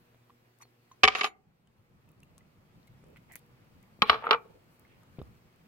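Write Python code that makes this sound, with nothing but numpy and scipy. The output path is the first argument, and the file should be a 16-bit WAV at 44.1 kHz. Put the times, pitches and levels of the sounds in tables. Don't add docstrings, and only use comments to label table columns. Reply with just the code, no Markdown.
import sys
import numpy as np
from scipy import signal
from scipy.fft import rfft, irfft
from scipy.io import wavfile
from scipy.ndimage import uniform_filter1d

SR = 44100
rng = np.random.default_rng(int(sys.argv[2]) if len(sys.argv) > 2 else 0)


def field_ratio(decibels):
    return 10 ** (np.asarray(decibels, dtype=float) / 20)


def unload_wav(signal):
    wavfile.write(
        sys.argv[1],
        SR,
        np.round(np.clip(np.atleast_2d(signal).T, -1, 1) * 32767).astype(np.int16),
    )


N = 250047

# frequency in Hz, level in dB per Hz.
TIN_WOOD = [(40, -63.5), (430, -10), (1250, 0.5), (1800, -3), (3300, -0.5), (4800, -13), (7500, -44),
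            (16000, -49.5)]


def evened(x):
    return x / np.sqrt(np.mean(x ** 2) + 1e-20)


def peaked(x, db):
    return field_ratio(db) * x / abs(x).max()


def panned(pan_db):
    return field_ratio(np.array([[pan_db], [-pan_db]]) / 2)


def read(points, hz):
    f, value = np.transpose(points)
    return np.interp(np.log(hz + 1), np.log(f + 1), value)


def add(mix, s, sound):
    part = mix[..., round(s * SR):][..., :sound.shape[-1]]
    part += sound[..., :part.shape[-1]]


def contact(length_s):
    t = np.arange(1500) / SR
    grit = np.append(3.0, rng.standard_normal(len(t) - 1))
    return grit * np.exp(-t / max(length_s, 1e-4))


def causal(colour):
    log_gain = np.log(field_ratio(read(colour, abs(np.fft.fftfreq(4096, 1 / SR)))))
    taps = np.fft.ifft(np.exp(np.conj(signal.hilbert(log_gain)))).real[:2048]
    return taps / np.linalg.norm(taps)


def gain_db():
    drop_s, drop_db, hold_s, recover_s = 1.05, -13, 0.47, 1
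    t = np.arange(N) / SR - drop_s
    return drop_db * (t > 0) * np.exp(-np.maximum(t - hold_s, 0) / recover_s)


def air_db(level_db, ducked, stirred):
    # time in seconds, stir in dB.
    stir = [(0, -5.5), (.6, -11), (.95, -7), (1.501, -3.5), (2.1, 2.5), (2.799, 2), (3.151, 2.5), (3.45, 1),
            (3.959, 1.5), (4.42, 0.5), (4.6, -1.3), (4.75, -0.5), (4.9, -1), (5.25, 4), (5.501, -2),
            (5.67, -1)]
    return level_db + ducked * gain_db() + stirred * np.interp(np.arange(N) / SR, *np.transpose(stir))


def air(level_db, colour, patchy_db, flicker_db):
    # frequency in Hz, left-right likeness from -1 to 1.
    likeness = [(60, 0.53), (180, 0.85), (550, 0.25), (1650, -0.42), (4970, 0.34), (15000, -0.44)]
    frames, hz = N // 256 + 5, np.fft.rfftfreq(1024, 1 / SR)
    a, b, c, d, patches = rng.standard_normal((frames, 513, 5)).T
    flicker = evened(uniform_filter1d(patches[0], size=4))
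    patches = uniform_filter1d(patches, size=10, axis=0)
    patches = evened(uniform_filter1d(patches, size=12, axis=1))
    same = np.clip(read(likeness, hz), -1, 1)[:, None]
    left = a + 1j * b
    right = same * left + np.sqrt(1 - same ** 2) * (c + 1j * d)
    z = np.array([left, right])
    z *= field_ratio(read(colour, hz)[:, None] + patchy_db * patches + flicker_db * flicker)
    noise = signal.istft(z, nperseg=1024, noverlap=768)[1][:, :N]
    return field_ratio(level_db) * evened(noise)


def hiss():
    # frequency in Hz, level in dB per Hz.
    colour = [(1760, -32), (3000, -6.5), (4500, -2.5), (6860, -14), (11400, -7), (14000, -4), (15900, -8.5),
              (16300, -45)]
    return air(air_db(-77, ducked=0.79, stirred=0.2), colour, patchy_db=1.85, flicker_db=0.5)


def cloth():
    # frequency in Hz, level in dB per Hz.
    colour = [(180, -31), (300, -3), (388, -4.5), (1300, -9), (2570, -12), (3720, -20.5), (9000, -28),
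              (11700, -59)]
    return air(air_db(-67.5, ducked=0.69, stirred=0.35), colour, patchy_db=1.0, flicker_db=0.5)


def rumble():
    # frequency in Hz, level in dB per Hz.
    colour = [(12, -13.5), (27, -18), (60, -9), (149, 0.5), (340, -16), (750, -24), (1300, -24),
              (2200, -79)]
    return air(air_db(-63, ducked=0.35, stirred=1.1), colour, patchy_db=2.0, flicker_db=1.2)


def hum():
    # frequency in Hz, rms in dB.
    harmonics = [(118.4, -74.5), (242.2, -82), (360.7, -84), (479.1, -83.5)]
    t = np.arange(N) / SR
    waver = evened(uniform_filter1d(rng.standard_normal((len(harmonics), N)), size=3000))
    lines = np.zeros(N)
    for (hz, db), w in zip(harmonics, waver):
        lines += field_ratio(db + 5.0 + 3.0 * w) * np.sin(2 * np.pi * hz * t)
    return lines * field_ratio(gain_db())


def knocks():
    # start in seconds, peak in
    # dB, pitch in Hz, t60 in seconds, contact length in seconds.
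    touches = [(0.297, -53, 1060, 0.024, 0.0012), (0.303, -50.5, 1120, 0.019, 0.002),
               (0.653, -53.5, 845, 0.0059, 0.0022), (0.914, -47.5, 1050, 0.048, 0.0038),
               (1.673, -64.5, 3005, 0.021, 0.0023), (2.088, -66, 2599, 0.026, 0.0017),
               (2.231, -52, 2756, 0.022, 0.0016), (2.379, -56.5, 1090, 0.028, 0.002),
               (2.407, -60, 2020, 0.023, 0.0022), (2.875, -61.5, 2155, 0.051, 0.0023),
               (3.161, -49.5, 2150, 0.018, .002), (3.1696, -48, 2084, 0.02, .002),
               (3.301, -56, 1810, 0.014, 0.0012), (3.313, -47.5, 1994, 0.034, 0.0032),
               (3.336, -52, 1990, .02, 0.0023), (3.3572, -37, 2110, 0.0066, 0.0022),
               (3.836, -58, 2217, 0.022, 0.0018), (4.85, -57.5, 2120, 0.023, 0.0021),
               (5.032, -58.5, 1195, 0.018, 0.0019),
               (0.146, -52, 643, 0.011, 0.0009), (0.62, -48, 6150, 0.036, 0.0033),
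             (0.624, -56, 4310, 0.091, 0.0035), (.917, -63, 4200, 0.037, 0.0014),
             (.918, -55.5, 6140, 0.06, .001), (2.83, -60.5, 4280, 0.013, 0.0019),
             (2.874, -59, 3970, 0.021, 0.0027), (3.039, -49, 465, 0.016, 0.00087),
             (5.172, -59, 2349, .015, 0.0021), (5.19, -40.5, 430, 0.043, 0.0063),
             (5.216, -55, 3680, 0.017, 0.0016), (5.217, -47, 1200, 0.012, 0.00087)]
    out, t, dry_grain = np.zeros(N), np.arange(2500) / SR, causal(TIN_WOOD)
    for s, db, hz, t60_s, length_s in touches:
        mode = field_ratio(-60 * t / max(t60_s, .002)) * np.sin(2 * np.pi * hz * t)
        add(out, s, peaked(signal.fftconvolve(contact(length_s), mode), db))
        add(out, s, peaked(signal.fftconvolve(contact(1.3 * length_s), dry_grain), db - 8.5))
    return np.array([np.roll(out, 3), out])


def ticks():
    # start in seconds, peak in dB, centre in Hz, left-right in dB.
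    snaps = [(0.5861, -54, 11010, 10), (1.6724, -61.5, 8075, 1), (2.0894, -56, 10200, 3),
             (2.1156, -54, 14830, 6), (2.2024, -56.5, 7400, 0), (2.2321, -50, 10000, 2),
             (2.2452, -64, 14870, -1.5), (2.379, -47, 7930, 5), (2.3863, -56, 7900, -3.5),
             (3.0405, -60.5, 7190, -0.5), (3.067, -64, 12860, 7), (3.0834, -60, 12730, 7.5),
             (3.101, -62, 12840, 8), (3.173, -57, 12140, 15), (3.3199, -41, 11760, 6.5),
             (3.3269, -49.5, 11000, 8.5), (3.3304, -52, 12100, 8), (3.3347, -49, 10000, 1),
             (3.3548, -32, 11650, 9.5), (3.3625, -37, 10500, -5), (3.3732, -55.5, 10200, 0),
             (3.392, -54.5, 12450, 3), (3.462, -58, 14400, -1), (3.8274, -55, 10040, 6),
             (4.6407, -65, 11620, 7), (4.7948, -50, 12410, 9.5), (5.033, -57.5, 8680, 5),
             (5.225, -59.5, 14640, 10), (5.351, -62, 9250, 3.5), (5.5594, -60.5, 12090, 3)]
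    out, snap_s = np.zeros((2, N)), 0.0011
    for s, db, hz, pan_db in snaps:
        band = signal.butter(2, [.6 * hz, min(1.4 * hz, 20000)], "band", fs=SR)
        burst = np.array([signal.lfilter(*band, contact(snap_s)) for _ in "LR"])
        add(out, s + .0012, peaked(burst, db + 2) * panned(pan_db))
    return out


def peels():
    # start in seconds, length in seconds, rms in dB, centre in Hz, left-right in dB.
    rubs = [(0.587, .068, -76, 8700, -1), (0.594, 0.044, -59.5, 1050, 1.5), (.605, .039, -60, 2150, 1),
            (0.609, 0.028, -61.5, 7800, 7), (2.867, 0.018, -72.5, 10080, 10), (3.034, 0.15, -63.5, 474, -4),
            (3.157, 0.031, -65, 2316, -5), (3.161, .015, -73.5, 10710, 4), (3.276, 0.12, -62, 2100, -7),
            (3.287, 0.045, -63, 832, 3), (3.319, 0.036, -72, 10590, 14), (3.357, 0.024, -66.5, 11700, -0.5),
            (3.369, .035, -69, 11700, 4.5), (3.355, 0.051, -69.5, 3013, 0.5), (4.065, 0.028, -64, 11000, 1),
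            (4.242, .025, -72.5, 11400, 10.5), (4.446, .03, -56, 497, -1.5), (4.492, .026, -56.5, 501, 1.5),
            (4.528, 0.068, -62.5, 460, 4), (4.686, 0.1086, -78.5, 11000, 5), (4.846, 0.15, -70.5, 2374, -3)]
    # centre in Hz, width in Hz.
    widths = [(480, 180), (2100, 590), (8000, 8340), (12000, 6200)]
    out = np.zeros((2, N))
    for s, length_s, db, hz, pan_db in rubs:
        count, width_hz = round(length_s * SR), read(widths, hz)
        density = uniform_filter1d(rng.exponential(1, count) ** 2.2, size=30)
        swarm = density * rng.standard_normal((2, count))
        edges_hz = [max(hz - width_hz / 2, 50), min(hz + width_hz / 2, 20000)]
        swarm = evened(signal.lfilter(*signal.butter(2, edges_hz, "band", fs=SR), swarm))
        add(out, s, swarm * signal.windows.tukey(count, .7) * field_ratio(db) * panned(pan_db))
    return out


def ringing(modes, beat):
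    t, (hz, db, t60_s) = np.arange(round(SR / 6)) / SR, np.transpose(modes)[..., None]
    signs = rng.choice([-1, 1], (len(modes), 1))
    shares = signs * rng.normal(1, 0.26, (len(modes), 2))
    beating = 1 + beat * np.sin(2 * np.pi * 0.02 * hz * t)
    out = shares.T @ (field_ratio(db - 60 * t / t60_s) * np.sin(2 * np.pi * hz * t) * beating)
    return out / np.sqrt(np.mean(np.sum(out ** 2, 1)))


def plate_at(modes, rise):
    band = signal.butter(2, [170, 4500], "band", fs=SR)
    return signal.lfilter(*band, ringing(np.array(modes) * [1 + rise, 1, 1], beat=1.0))


def spot(hz):
    t, level_db, cycles = np.arange(1500) / SR, 3.0, 37
    ring = field_ratio(level_db - 60 * t * hz / cycles) * np.sin(2 * np.pi * hz * t) * np.minimum(t * hz, 1)
    return ring[None] * np.sqrt(4 * np.log(1000) * hz / cycles / SR)


def edged(touch, edge):
    dull = signal.lfilter(*signal.butter(2, 1800, fs=SR), touch)
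    return dull + edge * (touch - dull)


def sideways(x, late_samples):
    # frequency in Hz, left-right in dB.
    shading = [(1500, 0.9), (2400, 1), (3700, -5), (4300, -7), (7000, -6), (8400, 9.5), (10000, 11),
               (15000, 9)]
    hz, ears = np.fft.rfftfreq(N, 1 / SR), np.array([[1], [-1]])
    lag = late_samples * np.interp(hz, [1300, 2400], [.22, 1])
    gain = field_ratio(ears * read(shading, hz) / 2)
    return irfft(rfft(x) * gain * np.exp(-1j * ears * np.pi * hz * lag / SR), N)


def on_table(hits, chatters, poses, plate, stiffen, rim, wood, shiver_db, shiver_s, free_s, late_samples):
    board, rim, out = causal(wood)[None], ringing(rim, beat=.15), np.zeros((2, N))
    first_pose, last_pose = np.array(poses)
    slips_per_s, settle_s, muffle_db = 900, 0.0002, -22.5

    def pose_db(s, pose):
        return first_pose + pose * (last_pose - first_pose) + [0, 0, muffle_db * (s < free_s)]

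    for s, db, pose, length_s, hz in hits:
        edge_db, plate_db, rim_db = pose_db(s, pose)
        tap = contact(length_s)[None]
        shiver = contact(shiver_s) + 2.4 * np.array([contact(shiver_s) for _ in "LR"])
        touch = tap + field_ratio(shiver_db) * shiver
        blow = edged(touch, field_ratio(edge_db))
        rings = field_ratio(plate_db) * plate_at(plate, stiffen * pose) + field_ratio(rim_db) * rim
        rings = edged(rings, field_ratio(edge_db))
        rough = signal.fftconvolve(blow, rings, axes=1)[:, :rings.shape[1]]
        sound = np.linalg.norm(touch[0]) * rings + field_ratio(-13.5) * rough
        add(sound, 0, signal.fftconvolve(blow, board, axes=1))
        add(sound, 0, signal.fftconvolve(tap, spot(hz), axes=1))
        settle = 1 - np.exp(-np.arange(sound.shape[1]) / (settle_s * SR))
        add(out, s, peaked(sound * settle, db))

    for s, length_s, first_db, last_db, pose in chatters:
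        edge_db, plate_db, rim_db = pose_db(s, pose)
        count = round(length_s * SR)
        slips = rng.standard_normal(4000) * (rng.random(4000) < slips_per_s / SR)
        slips = evened(slips + 0.29 * rng.standard_normal((2, 4000)))[:, :count]
        slips = edged(slips * signal.windows.tukey(count, .2), field_ratio(edge_db - 5.0))
        slips = slips * field_ratio(np.linspace(first_db, last_db, count))
        bodies = (board, 0), (plate_at(plate, 0), plate_db - 3.0), (rim, rim_db + 3.0)
        for body, db in bodies:
            add(out, s, signal.fftconvolve(slips * field_ratio(db), body, axes=1))
    return sideways(signal.lfilter(*signal.butter(2, 170, "high", fs=SR), out), late_samples)


def lid():
    # start in seconds, peak in dB, tilt onto the rim 0-1, contact length in seconds,
    # pitch of the spot struck in Hz.
    hits = [(1.0343, -1, 0.05, 0.0006, 1148), (1.0388, -1, .1, 0.0011, 1182),
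            (1.0508, -7, 1, 0.00086, 2300), (1.0769, -3, 1, .0012, 2510), (1.082, -8, 0, 0.0019, 2180),
            (1.1506, -15.5, 0, 0.0026, 2810), (1.1535, -18, 0.36, .002, 2710),
            (1.159, -22, 0.7, 0.0018, 1100), (1.1856, -30, 0.8, 0.001, 2820),
            (1.1916, -29, .7, 0.0014, 2960), (1.2065, -42.5, 0.6, 0.0018, 2500),
            (1.2098, -15, 0.25, 0.00196, 2200), (1.2125, -15, 0.26, 0.0017, 2290),
            (1.234, -17, 0.82, .0019, 2660), (1.2428, -13, 0.38, 0.00066, 849),
            (1.2455, -16, 0.1, 0.00201, 3200), (1.2515, -21.5, 0.27, 0.0014, 1030),
            (1.2605, -25, 0.18, .0015, 1070), (1.266, -30.5, 0.53, .0015, 995),
            (1.2745, -34, .6, 0.0013, 890)]
    # start in seconds, length in seconds, first and last rms in dB, tilt 0-1.
    chatters = [
        (1.088, 0.063, -35.5, -38.5, 0.3),
        (1.157, 0.05, -32, -32.5, 0.77),
        (1.214, 0.02, -32.5, -40, 0.7),
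        (1.244, 0.034, -33.5, -37, 0.9),
        (1.277, 0.046, -44, -77.5, 0.53),
    ]
    # hard edge in dB, plate ring in dB, rim ring in dB.
    tilts = [
        (0.5, -2.5, -32.5),
        (-2, -3.5, -9),
    ]
    # frequency in Hz, level in dB, t60 in seconds.
    plate = [(210, -20, 0.05), (430, -11.5, 0.072), (756.7, -4, 0.052), (1004, -22, .15), (2100, -24, .25),
             (1130, -10.5, 0.065), (1194, 2.5, 0.035), (1460, -15, 0.03), (1904, -10, 0.083),
             (2280, -8.5, 0.1), (2752, -12.5, 0.014), (3044, -7.5, 0.067), (3420, -14.5, 0.024),
             (4320, -18.5, 0.026)]
    rim = [(3780, -4, 0.075), (4290, -12, .14), (4550, -14, 0.06), (5620, -15, .05), (6868, -1.5, .095),
           (8690, -16, .04), (9740, -11, 0.075), (12400, -20, .09), (15300, -30, .09)]
    # frequency in Hz, level in dB per Hz.
    wood = [(40, -45), (400, -12.5), (1150, -7), (2600, 1), (5000, -12), (7000, -25), (10000, -42.5),
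            (16000, -54)]
    return on_table(hits, chatters, tilts, plate, -0.0044, rim, wood,
                    shiver_db=-5.5, shiver_s=0.0044, free_s=1.14, late_samples=17)


def bumps():
    # start in seconds, push in dB, swing in dB, pitch in Hz, left-right in dB.
    pushes = [
        (1.037, -39.5, -35.5, 73, 10),
        (3.99, -45.5, -53, 198, 5),
        (4.022, -59, -24.5, 206, 7),
        (4.098, -36, -38.5, 76, 5),
        (5.185, -35.5, -33.5, 135.2, 6.5),
        (5.2156, -30.5, -40.5, 72, -7.5),
    ]
    out, t, cycles = np.zeros((2, N)), np.arange(12000) / SR, 8.7
    late = np.maximum(t - .0015, 0)
    for s, push_db, swing_db, hz, pan_db in pushes:
        push = field_ratio(push_db) * np.exp(-((t - .0012) / 0.00044) ** 2)
        swing = field_ratio(swing_db - 60 * late * hz / cycles) * np.sin(2 * np.pi * hz * late)
        add(out, s, (swing - push) * panned(pan_db))
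    return out


def tin():
    # start in seconds, peak in dB, cushioning by the hand 0-1, contact length in seconds,
    # pitch of the spot struck in Hz.
    hits = [(4.0203, -1.5, .03, 0.0015, 3430), (4.0265, -19.5, 1, .0032, 1144),
            (4.0965, -1, .02, 0.0024, 3250), (4.0995, -6.5, 0.2, .0026, 1250),
            (4.11, -20, .5, 0.0012, 1300), (4.1155, -21.5, .3, .0015, 2800),
            (4.1195, -21.5, .5, 0.0012, 1080), (4.1255, -22.5, .5, 0.0024, 1240),
            (4.13, -17, .55, 0.0033, 1250), (4.1425, -22, 0.5, 0.0016, 1047),
            (4.157, -26, .5, 0.0025, 1110), (4.2225, -33, .5, 0.0039, 907), (4.2345, -33, .8, 0.0018, 1110),
            (4.2408, -24, 1, 0.002, 930), (4.2475, -35, .9, 0.0022, 1160),
            (4.2535, -29.5, .9, 0.0036, 1020), (4.261, -27, .9, 0.0027, 1144),
            (4.268, -15, 0.95, 0.0025, 1300), (4.2775, -24.5, 0.95, 0.0015, 1170),
            (4.291, -23, .8, 0.0032, 880), (4.298, -26, .9, 0.0013, 1136),
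            (4.3092, -3.5, 0.2, 0.0006, 2850), (4.313, -13, .4, .0012, 1250),
            (4.317, -21, .4, 0.0012, 1314), (4.3225, -15.5, .7, 0.001, 1036),
            (4.3305, -14, 0.3, 0.0026, 2933), (4.335, -12.5, .8, 0.0018, 1250),
            (4.3395, -13.5, .6, 0.00074, 1360), (4.3455, -17, 0.8, .0012, 1035),
            (4.359, -36, .5, 0.0017, 1305)]
    # start in seconds, length in seconds, first and last rms in dB, cushioning 0-1.
    chatters = [
        (4.03, 0.038, -32.5, -48, 0.7),
        (4.051, 0.045, -49.5, -38, 0),
        (4.106, 0.046, -37, -36, 0.04),
        (4.135, 0.09, -34.5, -49, 0.29),
        (4.217, 0.045, -47.5, -44, 0.6),
        (4.282, 0.011, -51, -47, 0.8),
        (4.315, 0.02, -35, -20, 0.6),
        (4.345, 0.052, -36, -62, 0.35),
    ]
    # hard edge in dB, plate ring in dB, rim ring in dB.
    grips = [
        (4, -3, -22.5),
        (-22.5, 1.5, -35.5),
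    ]
    # frequency in Hz, level in dB, t60 in seconds.
    plate = [(427.7, -6, 0.097), (648, 2.5, 0.011), (845, -8.5, 0.13), (920, -32, 0.025),
             (966, -10.5, 0.036), (1090, -2, 0.1), (1186, 10, 0.024), (1250, 2, 0.019), (1370, -12, 0.092),
             (1678, -10.5, 0.028), (1850, -2.5, 0.0516), (2304, -12, .17), (2960, -5.5, 0.0184),
             (3488, -27, 0.014)]
    rim = [(4060, 6, .13), (4320, -4, .07), (5840, -8, .05), (7520, -18, .03), (8640, -9, 0.05),
           (10930, -6, .045), (13230, -5, .07), (13700, -11, .07)]
    return on_table(hits, chatters, grips, plate, 0.1, rim, TIN_WOOD,
                    shiver_db=-4.5, shiver_s=0.0033, free_s=0, late_samples=-18)


def tail(colour, t60s, seconds, start_s):
    hz, t, z = signal.stft(rng.standard_normal((2, round(seconds * SR))), SR, nperseg=128)
    decay_db = read(colour, hz)[:, None] - 60 * t / read(t60s, hz)[:, None]
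    out = signal.istft(z * field_ratio(decay_db), SR, nperseg=128)[1]
    return np.pad(out / np.linalg.norm(out[0]), ((0, 0), (round(start_s * SR), 0)))


def room(near):
    # frequency in Hz, t60 in seconds.
    decay = [(100, 0.76), (500, 0.27), (2000, 0.2502), (6000, 0.053), (15000, 0.15)]
    response = tail([(50, 5), (3000, -5.5), (15000, -4.5)], decay, 0.4, .006)
    return field_ratio(-22) * signal.fftconvolve(near.mean(0)[None], response)[:, :N]


def scene():
    floor = hiss() + cloth() + rumble()
    floor = np.array([np.roll(floor[0], 4), floor[1]])
    near = knocks() + ticks() + peels() + lid() + bumps() + tin()
    return near + room(near) + floor + hum()


def band_limit(x):
    return signal.sosfilt(signal.butter(12, 16830, fs=SR, output="sos"), x)


def record(dry):
    ceiling = .94
    return band_limit(np.clip(dry, -ceiling, ceiling))


dry = scene()
out = record(dry)
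unload_wav(out)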